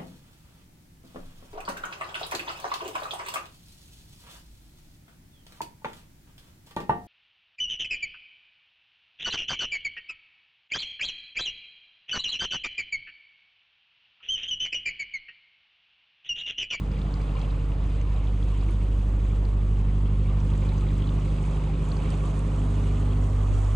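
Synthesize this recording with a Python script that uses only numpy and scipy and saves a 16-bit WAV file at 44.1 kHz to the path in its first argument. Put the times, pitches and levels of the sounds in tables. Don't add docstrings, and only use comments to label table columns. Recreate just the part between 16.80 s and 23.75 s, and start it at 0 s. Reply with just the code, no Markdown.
import sys
import numpy as np
from scipy import signal
from scipy.fft import rfft, irfft, next_fast_len
from scipy.io import wavfile
from scipy.ndimage import uniform_filter1d, map_coordinates

SR = 44100
rng = np.random.default_rng(int(sys.argv[2]) if len(sys.argv) > 2 else 0)


def generate_wav(signal):
    frames = np.transpose(np.atleast_2d(signal))
    scaled = np.clip(frames, -1, 1) * 32767
    pcm = np.round(scaled).astype(np.int16)
    wavfile.write(sys.argv[1], SR, pcm)


N = 306627
TIME = np.arange(N) / SR
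ENTER_S, UNDER_S = 1.5, 5.3
UNDER_ARCH = np.clip((TIME - ENTER_S) / (UNDER_S - ENTER_S), 0, 1)


def amp(db):
    return 10 ** (np.asarray(db) / 20)


def unit(x):
    return x / np.sqrt(np.mean(x ** 2) + 1e-20)


def along(points, hz):
    freqs, values = np.transpose(points)
    return np.interp(np.log(hz + 1), np.log(freqs + 1), values)


def curves(rows):
    time_s, *columns = np.transpose(rows)
    return [np.interp(TIME, time_s, column) for column in columns]


def wobble(rate):
    return map_coordinates(rng.standard_normal(int(N * rate / SR) + 4), [TIME * rate], order=1)


def filtered(x, response):
    size = next_fast_len(N + 8192)
    return irfft(rfft(x, size) * response(np.fft.rfftfreq(size, 1 / SR)), size)[..., :N]


def tone(db, phase):
    return np.sqrt(2) * amp(db) * np.cos(phase)


def rush(spectrum, patchy_db, grains=0):
    bins = signal.stft(rng.standard_normal((2, N)), nperseg=512)[2]
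    patches = uniform_filter1d(uniform_filter1d(rng.standard_normal(bins.shape[1:]), 6, 0), 8, 1)
    noise = signal.istft(bins * amp(patchy_db * unit(patches)), nperseg=512)[1][:, :N]
    pair = filtered(unit(noise) + grains, lambda hz: amp(along(spectrum, hz)))
    return pair / np.sqrt(np.mean(pair[0] ** 2))


def bubbles(start_s, hz, peak, cycles):
    t = np.arange(int(np.max(2.5 * cycles / hz) * SR)) / SR
    age = t * hz[:, None] / cycles[:, None]
    envelope = peak[:, None] * np.e * 3 * age * np.exp(-3 * age)
    ring = envelope * np.sin(2 * np.pi * hz[:, None] * t * (1 + 0.027 * age))
    at = np.round(start_s * SR).astype(int)[:, None] + np.arange(t.size)
    return np.bincount(at.ravel(), ring.ravel(), N + SR)[:N]


def fizz(per_s, low_hz, high_hz, cycles, spread_db, db):
    when, pitch, size, length = rng.random((int(per_s * N / SR), 4)).T
    clumps = np.cumsum(amp(5 * wobble(12)))
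    start_s = np.interp(when, clumps / clumps[-1], TIME)
    hz = low_hz * (high_hz / low_hz) ** pitch
    peak = amp(spread_db * np.minimum(-np.log(1 - size), 3.5))
    pair = [bubbles(start_s, hz, peak * side, cycles * (.5 + length)) for side in (1, np.sign(length - .5))]
    return amp(db) * unit(np.array(pair))


# time_s, firing_hz
ENGINE_SPEED = [(0, 49.92), (1, 49.77), (2, 49.78), (3.2, 49.68), (4.8, 49.84), (5.6, 49.81), (6.95, 49.71)]
# time_s, level_db, path_shorter_m
SECOND_HARMONIC = [(0, -42, .2), (.8, -37, 0), (1.5, -33, 0), (2.4, -32, .25), (3.4, -28.5, .5),
                   (4.3, -30, .2), (5, -37, .2), (5.9, -28.5, 0), (6.5, -27, -.2)]
# firing_multiple, level_db, growth_db_per_s, echo_share, share_change_per_s, fade_every_s, fade_at_s
EXHAUST_TONES = [(1, -24.3, .27, .25, 0, 5.43, 5.23), (1.25, -47.5, 0, .55, 0, 6.2, .5),
                 (2.25, -44.2, -.7, .48, .09, 3.96, 1.64), (2.5, -53, 0, .6, -.1, 4.4, 2.1),
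                 (2.75, -54, 0, .7, 0, 4.5, 2), (3, -36.4, 1.4, .38, -.07, 4.15, 2.2),
                 (3.25, -47.3, .5, .22, 0, 4.6, 2.8), (3.5, -47, 2.3, .4, .09, 4, 2.48),
                 (3.75, -47.1, 0, .26, .08, 3.1, 3.92), (4, -47, .2, .8, .03, 4.3, 1.3),
                 (5, -48.5, 2.8, .35, -.04, 3.1, 2.1), (7.25, -56.2, .4, .61, 0, 5.8, .64),
                 (8.25, -59, 4, .04, .2, 4.25, 6.96)]
# cycle_multiple, open_db, under_arch_db
CYLINDER_TONES = [(2, -54, -57), (3, -60, -56), (6, -58, -55), (7, -49, -53), (17, -59, -53),
                  (18, -56, -57), (19, -62, -59), (21, -60, -57), (23, -63, -57), (24, -59, -50),
                  (25, -60, -63), (27, -65, -59), (31, -59, -57), (32, -61, -57), (36, -60, -62),
                  (37, -57, -63), (41, -66, -57), (42, -66, -59), (43, -63, -62)]
MIDDLE_S, SOUND_M_PER_S = 3.5, 343
TURN_S, TURN_DB_PER_S = 6.4, -24


def exhaust():
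    firing_hz, = curves(ENGINE_SPEED)
    firing = 2 * np.pi * np.cumsum(firing_hz) / SR + 0.015 * wobble(11)
    rad_per_m = 2 * np.pi * firing_hz / SOUND_M_PER_S
    arch_lag = rad_per_m * .057 * np.maximum(TIME - 1, 0) ** 2
    away_db = TURN_DB_PER_S * np.maximum(TIME - TURN_S, 0)
    second_db, shorter_m = curves(SECOND_HARMONIC)
    beat = -tone(second_db + .4 * wobble(13), 2 * (firing + rad_per_m * shorter_m))
    since_s = TIME - MIDDLE_S
    for k, db, growth, share, change, fade_every_s, fade_at_s in EXHAUST_TONES:
        echo_phase = 2 * np.pi * (TIME - fade_at_s) / fade_every_s
        echo = np.clip(share + change * since_s, 0, 1) * np.exp(1j * echo_phase)
        level_db = db + growth * since_s + 0.12 * k * wobble(12) + np.clip((k - 1) / 2, 0, 1) * away_db
        wander = (k % 1 > 0) * (rng.uniform(0, 2 * np.pi) + 0.35 * wobble(1.5))
        beat -= np.abs(1 - echo) * tone(level_db, k * (firing - (k > 2.5) * arch_lag) + wander)
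    for k, open_db, arch_db in CYLINDER_TONES:
        level_db = open_db + (arch_db - open_db) * UNDER_ARCH + 1.6 * wobble(2.0) + (k > 9) * away_db
        wander = rng.uniform(0, 2 * np.pi) + 0.41 * wobble(1.69)
        beat += tone(level_db, k * (firing - (k > 10) * arch_lag) / 4 + wander)
    return beat


# blade_multiple, level_vs_thrum_db
BLADE_TONES = [(1, -13), (3, -19.5), (4, -15), (5, -15)]
# time_s, level_db
THROB_TONE = [(.6, -44), (1.8, -51), (4.4, -50), (5.7, -42.5)]
THRUM_HZ, THRUM_DB = 79.35, -41.5
THROB_EVERY_S, THROB_DIP_S = 1.29, 3.15


def propeller():
    blade = np.pi * THRUM_HZ * TIME
    throb_db, = curves(THROB_TONE)
    slip = 2 * np.pi * (TIME - THROB_DIP_S) / THROB_EVERY_S
    thrum = tone(THRUM_DB, 2 * blade) - tone(throb_db, 2 * blade - slip)
    for k, relative_db in BLADE_TONES:
        thrum += tone(THRUM_DB + relative_db + 3 * wobble(2.5), k * blade + wobble(1.9))
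    return thrum


# pitch_hz, level_db
HUM_TONES = [(26.2, -61), (56.1, -48.5), (281.8, -52.5), (1799.6, -73)]


def machinery_hum():
    return sum(tone(db + 4 * wobble(1.48 + hz / 80), 2 * np.pi * hz * TIME + 0.89 * wobble(1.3 + hz / 40))
               for hz, db in HUM_TONES)


# freq_hz, relative_db
RUMBLE_EQ = [(18, -12.5), (32, -3), (45, 5.5), (70, 4), (100, 0), (135, 1), (200, -1.5), (270, -8),
             (320, -8.5), (430, -12.5), (700, -58)]
ROAR_EQ = [(180, -14.5), (300, -2), (327, -8), (402, -7.5), (436, -8), (523, -7.5), (674, -13.5),
           (1130, -12), (1510, -19), (2000, -24), (2600, -50), (4400, -120)]
# freq_hz, relative_db
WASH_EQ = [(880, -29), (1500, -4.5), (1880, -3), (2420, 0.5), (3090, -0.5), (5300, -12.5), (7280, -42.5),
           (12300, -120)]
SPRAY_EQ = [(2940, -24.5), (5100, -6.5), (6200, -1.5), (7230, -0.5), (8530, -2), (9090, -3), (10700, -16.5),
            (13900, -43.5), (22000, -120)]
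# time_s, wash_db, roar_db, spray_db
WATER_LEVELS = [(0, -56, -46, -68), (.5, -53, -42.5, -64.5), (.9, -55.5, -45, -67.5), (1.8, -55, -46, -65),
                (2.6, -58, -46, -67), (3.4, -56.5, -46, -66), (3.85, -53.5, -43, -63),
                (4.25, -54, -44.5, -62.5), (4.6, -53.5, -43.5, -60.5), (4.95, -55, -44, -63),
                (5.3, -52.5, -41, -59.5), (5.6, -53, -42.5, -60.5), (6.3, -54.5, -42, -61),
                (6.7, -55, -42, -60), (6.82, -55, -41.5, -58)]


def hull_and_wake():
    wash_db, roar_db, spray_db = curves(WATER_LEVELS)
    rumble_db = -43 + 0.5 * (wash_db - wash_db.mean()) + 4 * UNDER_ARCH + 0.91 * wobble(2.79)
    churn_db = 0.4 * wobble(9.3) + 0.84 * wobble(70)
    rumble = amp(rumble_db) * rush(RUMBLE_EQ, patchy_db=2.5)
    gurgle = fizz(150, 594, 1537, cycles=10.2, spread_db=0, db=-18.5)
    roar = amp(roar_db + 0.37 * churn_db) * rush(ROAR_EQ, patchy_db=0.5, grains=gurgle)
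    froth = fizz(500, 1896, 5520, cycles=8.6, spread_db=2.5, db=-11)
    wash = amp(wash_db + 1.06 * churn_db) * rush(WASH_EQ, patchy_db=1, grains=froth)
    flutter_db = 1.3 * churn_db + 0.68 * wobble(14)
    sizzle = fizz(500, 5000, 15000, cycles=8.8, spread_db=2, db=-9.5)
    spray = amp(spray_db + flutter_db) * rush(SPRAY_EQ, patchy_db=0.39, grains=sizzle)
    return rumble + roar + wash + spray


def clusters(impacts, cycles, pitch_spread, gain_db, count):
    impact_s, db, hz = np.repeat(impacts, count, axis=0).T
    detune, size, delay, polarity = rng.standard_normal((len(hz), 4)).T
    pitch_hz = np.minimum(hz * np.exp(pitch_spread * detune), 14000)
    rolloff_db = 60 * np.maximum(pitch_hz / 9500 - 1, 0)
    peak = amp(db + gain_db - 2.1 * np.abs(detune) + size - rolloff_db)
    start_s = impact_s + 0.0016 * np.abs(delay)
    ring_cycles = np.full(len(hz), cycles)
    return np.array([bubbles(start_s, pitch_hz, peak * side, ring_cycles) for side in (1, np.sign(polarity))])


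# start_s, level_db, pitch_hz
WAKE_DROPS = [(.115, -53, 4570), (.166, -51, 2340), (.19, -51.5, 4630), (0.215, -48, 3450),
              (0.34, -43, 4620), (.411, -48, 2400), (.416, -53, 4600), (.491, -48, 2630), (.553, -51, 4000),
              (0.567, -43.5, 2560), (0.591, -47, 5800), (0.614, -43.5, 3650), (0.65, -51, 2490),
              (.706, -49.5, 3860), (.808, -52, 2500), (.742, -48, 2410), (.917, -46.5, 2450),
              (1.212, -47, 6430), (1.212, -43, 2700), (1.471, -48, 3180), (1.627, -46.5, 3620),
              (1.748, -47.5, 2700), (1.774, -46, 7500), (1.81, -51, 4570), (1.834, -51, 7560),
              (1.887, -49, 2120), (1.908, -45.5, 8820), (2.451, -52, 2030), (2.652, -49.5, 4130),
              (2.93, -60, 2550), (3.256, -47, 2980), (3.601, -47, 5940), (3.701, -50, 3050),
              (3.702, -46, 7100), (3.735, -49, 3420), (3.749, -47, 2020), (3.776, -45, 7500),
              (3.805, -51, 7350), (3.828, -50.5, 2400), (3.834, -50, 6150), (3.89, -47, 3680),
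              (3.919, -45, 2280), (3.931, -48, 7260), (3.979, -46, 5900), (4.007, -47.5, 7240),
              (4.086, -50.5, 3520), (4.104, -47.5, 2100), (4.13, -49, 3600), (4.148, -52, 2660),
              (4.181, -45, 7100), (4.22, -44, 3100), (4.24, -50, 3230), (4.271, -46, 3700),
              (4.29, -46, 3380), (4.477, -49, 2120), (4.501, -53, 3210), (4.584, -47, 2390),
              (4.627, -47, 7320), (4.659, -49, 7520), (4.768, -48, 2560), (5.081, -48.5, 2230),
              (5.086, -43, 7700), (5.117, -44, 4100), (5.168, -48, 4630), (5.2, -49, 2380),
              (5.303, -44.5, 4550), (5.303, -39.5, 7860), (5.32, -50, 3120), (5.34, -48, 2900),
              (5.385, -52, 2560), (5.458, -49, 8000), (5.591, -41, 8200), (5.792, -46, 8100),
              (5.815, -50.5, 2600), (6.199, -46, 8500), (6.711, -45, 2100), (6.783, -50, 7500)]
SPIT_HZ = 5500


def drops():
    large = [row for row in WAKE_DROPS if row[2] < SPIT_HZ]
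    small = [row for row in WAKE_DROPS if row[2] >= SPIT_HZ]
    plinks = clusters(large, cycles=12, pitch_spread=.05, gain_db=-3, count=3)
    ticks = clusters(large, cycles=6.3, pitch_spread=.18, gain_db=-5.5, count=10)
    spits = clusters(small, cycles=22, pitch_spread=.15, gain_db=-13, count=12)
    return plinks + ticks + spits


# start_s, peak_db, pitch_hz, ring_cycles
BIG_BUBBLES = [(.548, -38, 1013, 24), (1.262, -44, 1010, 23), (1.86, -38, 318, 18.4),
               (3.486, -44, 1135, 25), (3.83, -41.5, 1003, 20), (3.916, -42, 868, 26),
               (4.02, -43.5, 1210, 22), (4.89, -40, 777, 17), (4.9, -40.5, 276.5, 22),
               (5.121, -38, 1070, 25), (5.274, -46.5, 780, 17), (5.425, -40.5, 1124, 56),
               (5.77, -39, 245.5, 31), (5.845, -41, 930, 20), (6.756, -45, 920, 17)]


def glugs():
    start_s, peak_db, hz, cycles = np.transpose(BIG_BUBBLES)
    return bubbles(start_s, hz, amp(peak_db), cycles)


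def air_puff():
    thump = bubbles(start_s=np.array([6.69]), hz=np.array([28.2]), peak=amp([-27]), cycles=np.array([2.7]))
    return thump * [[-.5], [1]]


# freq_hz, correlation
STEREO_LIKENESS = [(150, 1), (240, 0.98), (390, 0.99), (620, 0.78), (990, 0.46), (1580, 0.11), (2520, 0.74),
                   (3800, 0.96), (5160, .55), (6800, 1), (10200, 1)]
# freq_hz, lean_weight
STEREO_LEAN = [(50, 0.02), (120, 0.02), (330, 0.087), (600, .95), (1100, 1.5), (1900, 0.2), (3300, .95),
               (6000, .15), (10000, .25)]
# freq_hz, left_lead_rad
STEREO_PHASE = [(0, -0.37), (690, 0.2558), (950, 0.93), (1290, 0), (1640, 2.5), (2150, -0.25), (2500, 0.54),
                (4130, 0.56), (5340, -1.5), (6290, -0.43), (10400, 0.5)]


def microphone_ports(direct, diffuse):
    sign = np.array([[1], [-1]])
    width = lambda hz: np.arccos(np.clip(along(STEREO_LIKENESS, hz), -1, 1)) / 2
    mid, side = filtered(diffuse, lambda hz: np.array([np.cos(width(hz)), np.sin(width(hz))]))
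    pair = direct + mid + sign * side
    phase_shift = lambda hz: np.exp(.5j * sign * along(STEREO_PHASE, hz))
    centred = filtered(pair, phase_shift)
    leaning = filtered(pair, lambda hz: phase_shift(hz) * amp(-4 * sign * along(STEREO_LEAN, hz)))
    pan = np.maximum((1 + 0.5 * TIME) / 8, .15)
    return (1 - pan) * centred + pan * leaning


def scene():
    water = hull_and_wake()
    machinery = exhaust() + propeller() + machinery_hum()
    return microphone_ports(direct=machinery, diffuse=water + drops() + glugs())


def record(dry):
    left_vs_right_db, top_hz = -0.8, 15050
    balance = amp([[left_vs_right_db / 2], [-left_vs_right_db / 2]])
    return filtered(dry * balance + air_puff(), lambda hz: hz < top_hz)


dry = scene()
out = record(dry)
generate_wav(out)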